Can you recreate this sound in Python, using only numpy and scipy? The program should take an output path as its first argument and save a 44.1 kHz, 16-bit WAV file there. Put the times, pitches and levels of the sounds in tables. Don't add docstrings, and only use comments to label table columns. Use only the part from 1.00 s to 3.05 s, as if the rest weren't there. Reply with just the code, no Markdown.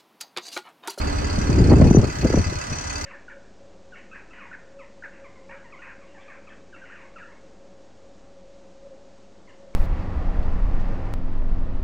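import sys
import numpy as np
from scipy import signal
from scipy.fft import rfft, irfft, next_fast_len
from scipy.io import wavfile
from scipy.ndimage import uniform_filter1d, minimum_filter1d, map_coordinates

SR = 44100
rng = np.random.default_rng(int(sys.argv[2]) if len(sys.argv) > 2 else 0)


def log_audio(samples):
    frames = np.atleast_2d(samples).T
    limited = np.clip(frames, -1, 1)
    pcm = np.round(limited * 32767).astype(np.int16)
    wavfile.write(sys.argv[1], SR, pcm)


N = 90404

FIRING_HZ, FIRST_FIRING_S = 35.033, .0095
KNOCK_ATTACK_S, KNOCK_DECAY_S, KNOCK_EDGE_S, KNOCK_SCATTER_DB = .004, .0105, .0025, .8
SLAP_DELAY_S, SLAP_DB = .0092, -6
RING_DECAY_S, RING_SCATTER_DB = .011, 1.3
TICK_RISE_S, TICK_DECAY_S = .0014, .013
PANEL_RIPPLE_DB, PANEL_SPACING_HZ = 3, 20
WHINE_WANDER_HZ, WHINE_FLICKER_DB = 5, 2.5
STRONG_GUST_DB, FLUTTER_DB, FLUTTER_GROWTH = -10.5, -2, 1.31
THUMP_RISE_S, THUMP_FALL_S, THUMP_WANDER = .0015, .004, .15
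PORT_LOW_CUT_HZ, WIND_BALANCE_DB = 34, 1.2
OVERLOAD, CEILING, LIMITER_HOLD_S, LIMITER_RELEASE_S, TOP_HZ = 1.2, .88, .003, .07, 15650

# multiple of the crankshaft speed, level in dB.
EXHAUST_ORDERS = [(3, -26.5), (4, -33), (6, -26), (7, -41.5), (7.5, -28), (9, -45), (12, -55), (18, -39),
                  (24, -47), (25, -32.5)]
# frequency in Hz, level in dB.
EXHAUST_WEAK_LINES = [(25, -57), (52, -47), (90, -29.5), (130, -48), (170, -62), (250, -47), (330, -63),
                      (420, -42.5), (520, -66.5), (700, -56)]
# time in seconds, gain in dB.
EXHAUST_LEVEL = [(0, -4), (.6, -6.5), (1.15, -16), (1.6, -20.5), (2.05, -12)]
# relative knock strength in dB, delay in seconds.
CYLINDERS = [(4.5, 0.0022), (4, 0.0038), (4, 0.0028), (3.5, 0.00031), (4.5, 0.00077), (5, 0.0031)]
# frequency in Hz, relative level in dB.
KNOCK_SPECTRUM = [(200, -21.5), (900, -2), (1600, 3), (2200, -0.5), (2650, -1.5), (3200, -8), (3900, -7),
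                  (4600, 0.5), (5100, -3), (5900, 2), (6800, -2.5), (7500, -7), (8500, -13), (9200, -11),
                  (10500, -31.5), (13500, -75), (15500, -25.5)]
# time in seconds, level in dB.
KNOCK_LEVEL = [(0, -43.5), (.35, -39.5), (.8, -40.5), (1.3, -38.5), (1.7, -40.5), (2.05, -41)]
# time in seconds, gain in dB.
KNOCK_TREBLE = [(0, -1), (.7, -0.5), (1.4, 0), (2.05, 4.5)]
# cylinder index (rounded in use), pitch in Hz, first and last gain in dB.
METAL_RINGS = [(0, 4340, -45.5, -41), (0, 2520, -45, -41), (0, 4680, -43.5, -48.5), (2.5, 4740, -42, -50),
               (2, 2620, -45, -44.5), (2.5, 6800, -45, -60), (2.5, 2025, -42, -44), (0.5, 2200, -46, -49.5),
               (4, 4340, -40.5, -51), (4, 2025, -47, -42), (5, 5400, -56, -44), (1.5, 6500, -54, -50),
               (5, 6040, -52, -46)]
# start in seconds, level in dB, pitch in Hz.
TICKS = [(0.011, -42, 4650), (0.071, -34, 4540), (.242, -37.5, 4700), (0.296, -30.5, 4550),
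         (0.586, -36.5, 4800), (0.695, -32, 4530), (1.21, -35.5, 4370), (1.272, -36, 4760),
         (1.301, -35, 4710), (1.445, -34.5, 4800), (1.723, -33, 5970), (1.783, -32.5, 5970),
         (1.9, -34.5, 6580), (1.957, -33, 4670), (2.041, -32, 4630)]
# time in seconds, gain in dB.
BOOM_LEVEL = [(0, -34.5), (.4, -37.5), (1.15, -48.5), (1.6, -54.5), (2.05, -40)]
# frequency in Hz, relative level in dB.
WASH_SPECTRUM = [(25, -16), (70, 10.5), (200, 4), (400, -4), (620, 7.5), (900, 4.5), (1200, 2), (1550, 1),
                 (2200, -8), (2700, -8), (3600, -12), (4700, -4.5), (6000, -30), (8500, -15), (10500, -48),
                 (13500, -49), (15500, -39)]
# time in seconds, level in dB.
WASH_LEVEL = [(0, -31), (.6, -33), (1.1, -36), (2.05, -34.5)]
# pitch in Hz, first and last level in dB.
WHINE_LINES = [(415, -50.5, -60), (612, -42.5, -49.5), (898, -45.5, -58.5), (1003, -55.5, -47.5),
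               (1255, -53.5, -57.5), (1402, -51, -55), (1490, -47.5, -44), (2007, -56.5, -50),
               (2550, -53, -58.5), (2627, -57.5, -63)]
# time in seconds, level in dB.
SINGING_LEVEL = [(0, -63), (.2, -45.5), (.4, -44.5), (.52, -50), (.8, -58), (.87, -45), (1.02, -60.5),
                 (1.38, -40.5), (1.62, -49), (1.76, -43), (2.05, -47)]
# start in seconds, level in dB, length in seconds.
CHINKS = [(.909, -24, 0.0049), (.942, -28.5, 0.0081), (.958, -23.5, 0.0099)]
# time in seconds, level in dB.
SIZZLE_LEVEL = [(0, -65), (.25, -69), (.9, -65.5), (1.05, -69), (1.22, -61.5), (1.33, -68), (1.92, -72),
                (2.05, -62)]
# frequency in Hz, left-right likeness (clipped to +-1 in use).
ENGINE_ALIKE = [(100, 1.7), (300, -1.06), (650, 0.84), (1000, 0.37), (1600, 0.4), (2000, 1.2), (2500, 0.64),
                (3500, 0.7), (4400, 0.5), (5500, 0.56), (7500, 0.2), (9000, 2), (14000, -4.8)]
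# frequency in Hz, left minus right in dB.
ENGINE_BALANCE = [(150, -0.5), (400, -2.5), (800, -3.5), (1700, -5.5), (2500, -2.5), (3200, 0.5),
                  (4300, -1), (5600, 5.5), (7600, 9), (8700, 1.5), (14000, -0.5)]
# frequency in Hz, phase in radians.
ENGINE_LAG = [(20, -0.5), (280, 0.72), (560, 3), (1500, 3.5), (1850, 7.5), (2600, 6), (3600, 8.5),
              (4400, 10.5), (5600, 14.5), (7000, 17.6), (8500, 20.5), (9500, 19.5), (13000, 29.5)]
# time in seconds, level in dB.
GUST_LEVEL = [(0, -32), (.34, -31), (.46, -25.5), (.56, -18), (.62, -16), (.68, -15.5), (.73, -14.5),
              (.78, -13), (.85, -12.5), (.89, -14), (.93, -18.5), (.99, -12), (1.03, -23.5), (1.13, -35.5),
              (1.22, -26.5), (1.25, -17.5), (1.29, -26.5), (1.39, -20), (1.44, -32.5), (1.57, -38.5),
              (1.63, -46), (1.73, -30.5), (1.8, -42), (2.05, -63)]
# frequency in Hz, relative level in dB.
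RUMBLE_SPECTRUM = [(18, -24), (35, -11), (70, 2), (120, -5), (200, -8.5), (350, -15), (550, -25.5),
                   (900, -33.5), (2000, -90), (6000, -120)]
FLUTTER_SPECTRUM = [(40, -3), (130, 3.5), (250, -2.5), (400, -2.5), (600, -21), (900, -30.5), (1500, -40.5),
                    (3500, -77), (7000, -120)]
BUFFET_SPECTRUM = [(25, -12.5), (80, 5), (140, -2), (250, -0.5), (400, 1), (600, -14), (850, -23),
                   (1300, -24), (2000, -38), (3600, -68), (7000, -120)]
# frequency in Hz, left-right likeness (1 is identical).
WIND_ALIKE = [(50, 0.87), (300, 0.94), (1000, 0.66)]
# start in seconds, level in dB, length in seconds, brightness as a frequency ratio.
BUFFETS = [(0.379, -16, 0.014, 0.49), (0.494, -13, 0.013, 0.62), (0.697, -11.5, 0.052, 0.78),
           (0.715, -15, 0.026, 1.51), (.815, -12.5, 0.0087, 1.56), (0.968, -9, 0.0053, 1.14),
           (0.993, -16.5, 0.013, 1), (1.028, -17.5, 0.023, 1.06), (1.068, -24.5, 0.0244, 0.78),
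           (1.232, -21, 0.005, 1.48), (1.249, -20.5, 0.016, 1.27), (1.333, -17.5, 0.0033, 1.34),
           (1.339, -20.5, 0.0067, 1.94), (1.371, -15, 0.011, 1.38), (1.38, -15.5, 0.0353, .28),
           (1.463, -21, 0.033, 0.226), (1.523, -26.5, 0.0082, 0.83), (1.555, -30, 0.035, 0.28),
           (1.712, -27, 0.017, 0.58)]
# start in seconds, level in dB, length in seconds, first and last pitch in Hz.
THUMPS = [(.601, -10.5, 0.029, 300, 59), (0.799, -7.5, 0.01, 339.8, 139), (.826, -10, .012, 190, 99),
          (.852, -9, 0.013, 460.6, 119), (0.867, -10.5, 0.0155, 402.2, 108), (0.91, -1.5, 0.0098, 502, 90),
          (.947, -5.5, 0.0081, 397, 213), (0.97, -5, 0.029, 553.8, 67.7), (1.044, -14.5, 0.0083, 430, 212),
          (1.247, -15.5, .018, 382, 141.4), (1.302, -16, 0.0068, 520, 230), (1.339, -14, 0.0141, 725, 180),
          (1.371, -16, 0.022, 423, 60)]


def exhaust():
    t, cycle_hz = clock(), FIRING_HZ / len(CYLINDERS)
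    strong = {round(2 * order): db for order, db in EXHAUST_ORDERS}
    throb = np.zeros(N)
    for harmonic in range(4, 110):
        hz = harmonic * cycle_hz
        db = strong.get(harmonic, along(EXHAUST_WEAK_LINES, hz))
        throb += amp(db) * unit_sine(hz * t + rng.random())
    return throb * amp(curve(EXHAUST_LEVEL))


def strokes(cylinder, decay_s, scatter_db):
    db, delay = CYLINDERS[cylinder]
    cycle_s = len(CYLINDERS) / FIRING_HZ
    first_s = FIRST_FIRING_S + cylinder / FIRING_HZ + delay
    cycle, age = np.divmod(clock() + cycle_s - first_s, cycle_s)
    strengths = amp(db + scatter_db * rng.standard_normal(32))
    firing = blow_shape(age, KNOCK_ATTACK_S, decay_s)
    slap = amp(SLAP_DB) * blow_shape(age - SLAP_DELAY_S, KNOCK_ATTACK_S, decay_s)
    return strengths[cycle.astype(int)] * np.hypot(firing, slap)


def knock():
    soften = lambda envelope: uniform_filter1d(envelope, int(KNOCK_EDGE_S * SR))
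    firings = sum(strokes(c, KNOCK_DECAY_S, KNOCK_SCATTER_DB) for c in range(len(CYLINDERS)))
    clack = unit(soften(firings)) * patchy(panels(KNOCK_SPECTRUM), depth_db=1.5)
    treble = filtered(clack, lambda hz: 1 - 1 / (1 + (hz / 3000) ** 6))
    clack += (amp(curve(KNOCK_TREBLE)) - 1) * treble
    rings = np.zeros((2, N))
    for cylinder, hz, first_db, last_db in METAL_RINGS:
        envelope = soften(strokes(round(cylinder), RING_DECAY_S, RING_SCATTER_DB))
        rings += amp(np.linspace(first_db, last_db, N)) * envelope * resonance(hz, width_hz=37)
    return amp(curve(KNOCK_LEVEL)) * clack + rings


def ticks():
    t = clock()
    return sum(amp(db) * blow_shape(t - start, TICK_RISE_S, TICK_DECAY_S) * resonance(hz, width_hz=140)
               for start, db, hz in TICKS)


def boom():
    blows = sum(strokes(cylinder, decay_s=.022, scatter_db=RING_SCATTER_DB) for cylinder in (1, 4))
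    return amp(curve(BOOM_LEVEL)) * blows * resonance(centre_hz=286, width_hz=40)


def wash():
    return amp(curve(WASH_LEVEL)) * panels(WASH_SPECTRUM)


def panels(spectrum):
    ripple = rng.standard_normal(2048)
    ripple = unit(ripple - uniform_filter1d(ripple, size=5))
    ripple_db = lambda hz: PANEL_RIPPLE_DB * map_coordinates(ripple, [hz / PANEL_SPACING_HZ], mode="wrap")
    return noise(lambda hz: amp(along(spectrum, hz) + ripple_db(hz)), ENGINE_ALIKE)


def whine():
    tones = np.zeros((2, N))
    for hz, first_db, last_db in WHINE_LINES:
        turns = np.cumsum(hz + WHINE_WANDER_HZ * wobble(40.22)) / SR
        echo_radians = .6 * rng.standard_normal((2, 1))
        level_db = np.linspace(first_db, last_db, N) + WHINE_FLICKER_DB * wobble(24.76)
        tones += amp(level_db) * unit_sine(turns, echo_radians)
    return tones


def singing():
    flicker_db = 3 * wobble(11)
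    return amp(curve(SINGING_LEVEL) + flicker_db) * resonance(centre_hz=5920, width_hz=70)


def chinks():
    pitch_hz = 6060 + 35 * wobble(390)
    return bursts(CHINKS, rise=.0039) * unit_sine(np.cumsum(pitch_hz) / SR)


def sizzle():
    return amp(curve(SIZZLE_LEVEL)) * resonance(centre_hz=13450, width_hz=310)


def wind():
    gust_db = curve(GUST_LEVEL)
    rumble = even(rush(RUMBLE_SPECTRUM, WIND_ALIKE), size=900)
    flutter_db = STRONG_GUST_DB + FLUTTER_DB + FLUTTER_GROWTH * (gust_db - STRONG_GUST_DB)
    flutter = unit(amp(2.1 * wobble(110)) * rush(FLUTTER_SPECTRUM, WIND_ALIKE))
    return amp(gust_db) * rumble + amp(flutter_db) * flutter


def buffets():
    low_cut = lambda hz: hz / np.hypot(hz, PORT_LOW_CUT_HZ)
    eddies = np.zeros((2, N))
    for start, db, length, brightness in BUFFETS:
        eddy = noise(lambda hz: amp(along(BUFFET_SPECTRUM, hz / brightness)) * low_cut(hz), WIND_ALIKE)
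        eddies += bursts([(start, db, length)], rise=.0013) * even(eddy, size=260)
    return eddies


def thumps():
    t, pressure = clock(), np.zeros(N)
    for start, db, length, first_hz, last_hz in THUMPS:
        period = np.interp(t, [start, start + length], [1 / first_hz, 1 / last_hz])
        turns = np.cumsum(np.exp(THUMP_WANDER * wobble(500)) / period) / SR + rng.random()
        edge = np.clip(np.minimum((t - start) / THUMP_RISE_S, (start + length - t) / THUMP_FALL_S), 0, 1)
        pressure += amp(db) * np.sin(edge * np.pi / 2) ** 2 * unit_sine(turns)
    return pressure


def resonance(centre_hz, width_hz):
    return even(noise(lambda hz: 1 / (1 + ((hz - centre_hz) / width_hz) ** 2), ENGINE_ALIKE), size=700)


def rush(spectrum, alike):
    return noise(lambda hz: amp(along(spectrum, hz)), alike)


def noise(gain, alike):
    turn = lambda hz: np.arccos(np.clip(along(alike, hz), -1, 1)) / 2
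    mid, side = filtered(rng.standard_normal((2, N)),
                         lambda hz: gain(hz) * np.array([np.cos(turn(hz)), np.sin(turn(hz))]))
    return unit(np.array([mid + side, mid - side]))


def patchy(x, depth_db):
    spectra = signal.stft(x, nperseg=256)[2]
    patches = uniform_filter1d(rng.standard_normal(spectra.shape[1:]), size=4, axis=0)
    patches = unit(uniform_filter1d(patches, size=9, axis=1))
    return unit(signal.istft(spectra * amp(depth_db * patches), nperseg=256)[1][:, :N])


def even(x, size):
    power = np.mean(x ** 2, axis=0)
    return x / np.sqrt(np.abs(uniform_filter1d(uniform_filter1d(power, size), size)) + 1e-6)


def blow_shape(age, rise_s, decay_s):
    return np.clip(age / rise_s, 0, 1) * np.exp(-np.maximum(age - rise_s, 0) / decay_s)


def bursts(rows, rise):
    t = clock()
    return sum(amp(db) * (1 + np.tanh((t - s) / rise)) * (1 - np.tanh((t - s - length) / (2 * rise))) / 4
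               for s, db, length in rows)


def filtered(x, response):
    m = next_fast_len(N + 8192)
    return irfft(rfft(x, m) * response(np.fft.rfftfreq(m, 1 / SR)), m)[..., :N]


def unit_sine(turns, radians=0):
    return np.sqrt(2) * np.sin(2 * np.pi * turns + radians)


def wobble(rate):
    return map_coordinates(rng.standard_normal(int(N * rate / SR) + 4), [clock() * rate])


def along(points, hz):
    f, v = np.transpose(points)
    return np.interp(np.log(hz + 1), np.log(f + 1), v)


def curve(rows):
    return np.interp(clock(), *np.transpose(rows))


def clock():
    return np.arange(N) / SR


def amp(db):
    return 10 ** (np.asarray(db) / 20)


def unit(x):
    return x / np.sqrt(np.mean(x ** 2) + 1e-20)


def scene():
    engine = exhaust() + boom() + knock() + ticks() + whine() + singing() + sizzle() + chinks() + wash()
    sides = np.array([[.5], [-.5]])
    balance = lambda hz: amp(sides * along(ENGINE_BALANCE, hz))
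    lag = lambda hz: np.exp(-1j * sides * along(ENGINE_LAG, hz))
    gusts = (wind() + buffets() + thumps()) * amp(sides * WIND_BALANCE_DB)
    return filtered(engine, lambda hz: balance(hz) * lag(hz)) + gusts


def record(dry):
    rounded = dry / (1 + np.abs(dry / OVERLOAD) ** 4) ** (1 / 4)
    excess = np.log(np.maximum(1, np.abs(rounded).max(axis=0) / CEILING))
    release = np.exp(-clock() / LIMITER_RELEASE_S)
    needed_gain = np.exp(-np.maximum.accumulate(excess / release) * release)
    hold = int(LIMITER_HOLD_S * SR)
    gain = uniform_filter1d(minimum_filter1d(needed_gain, hold), hold)
    return filtered(rounded * gain, lambda hz: hz < TOP_HZ)


dry = scene()
out = record(dry)
log_audio(out)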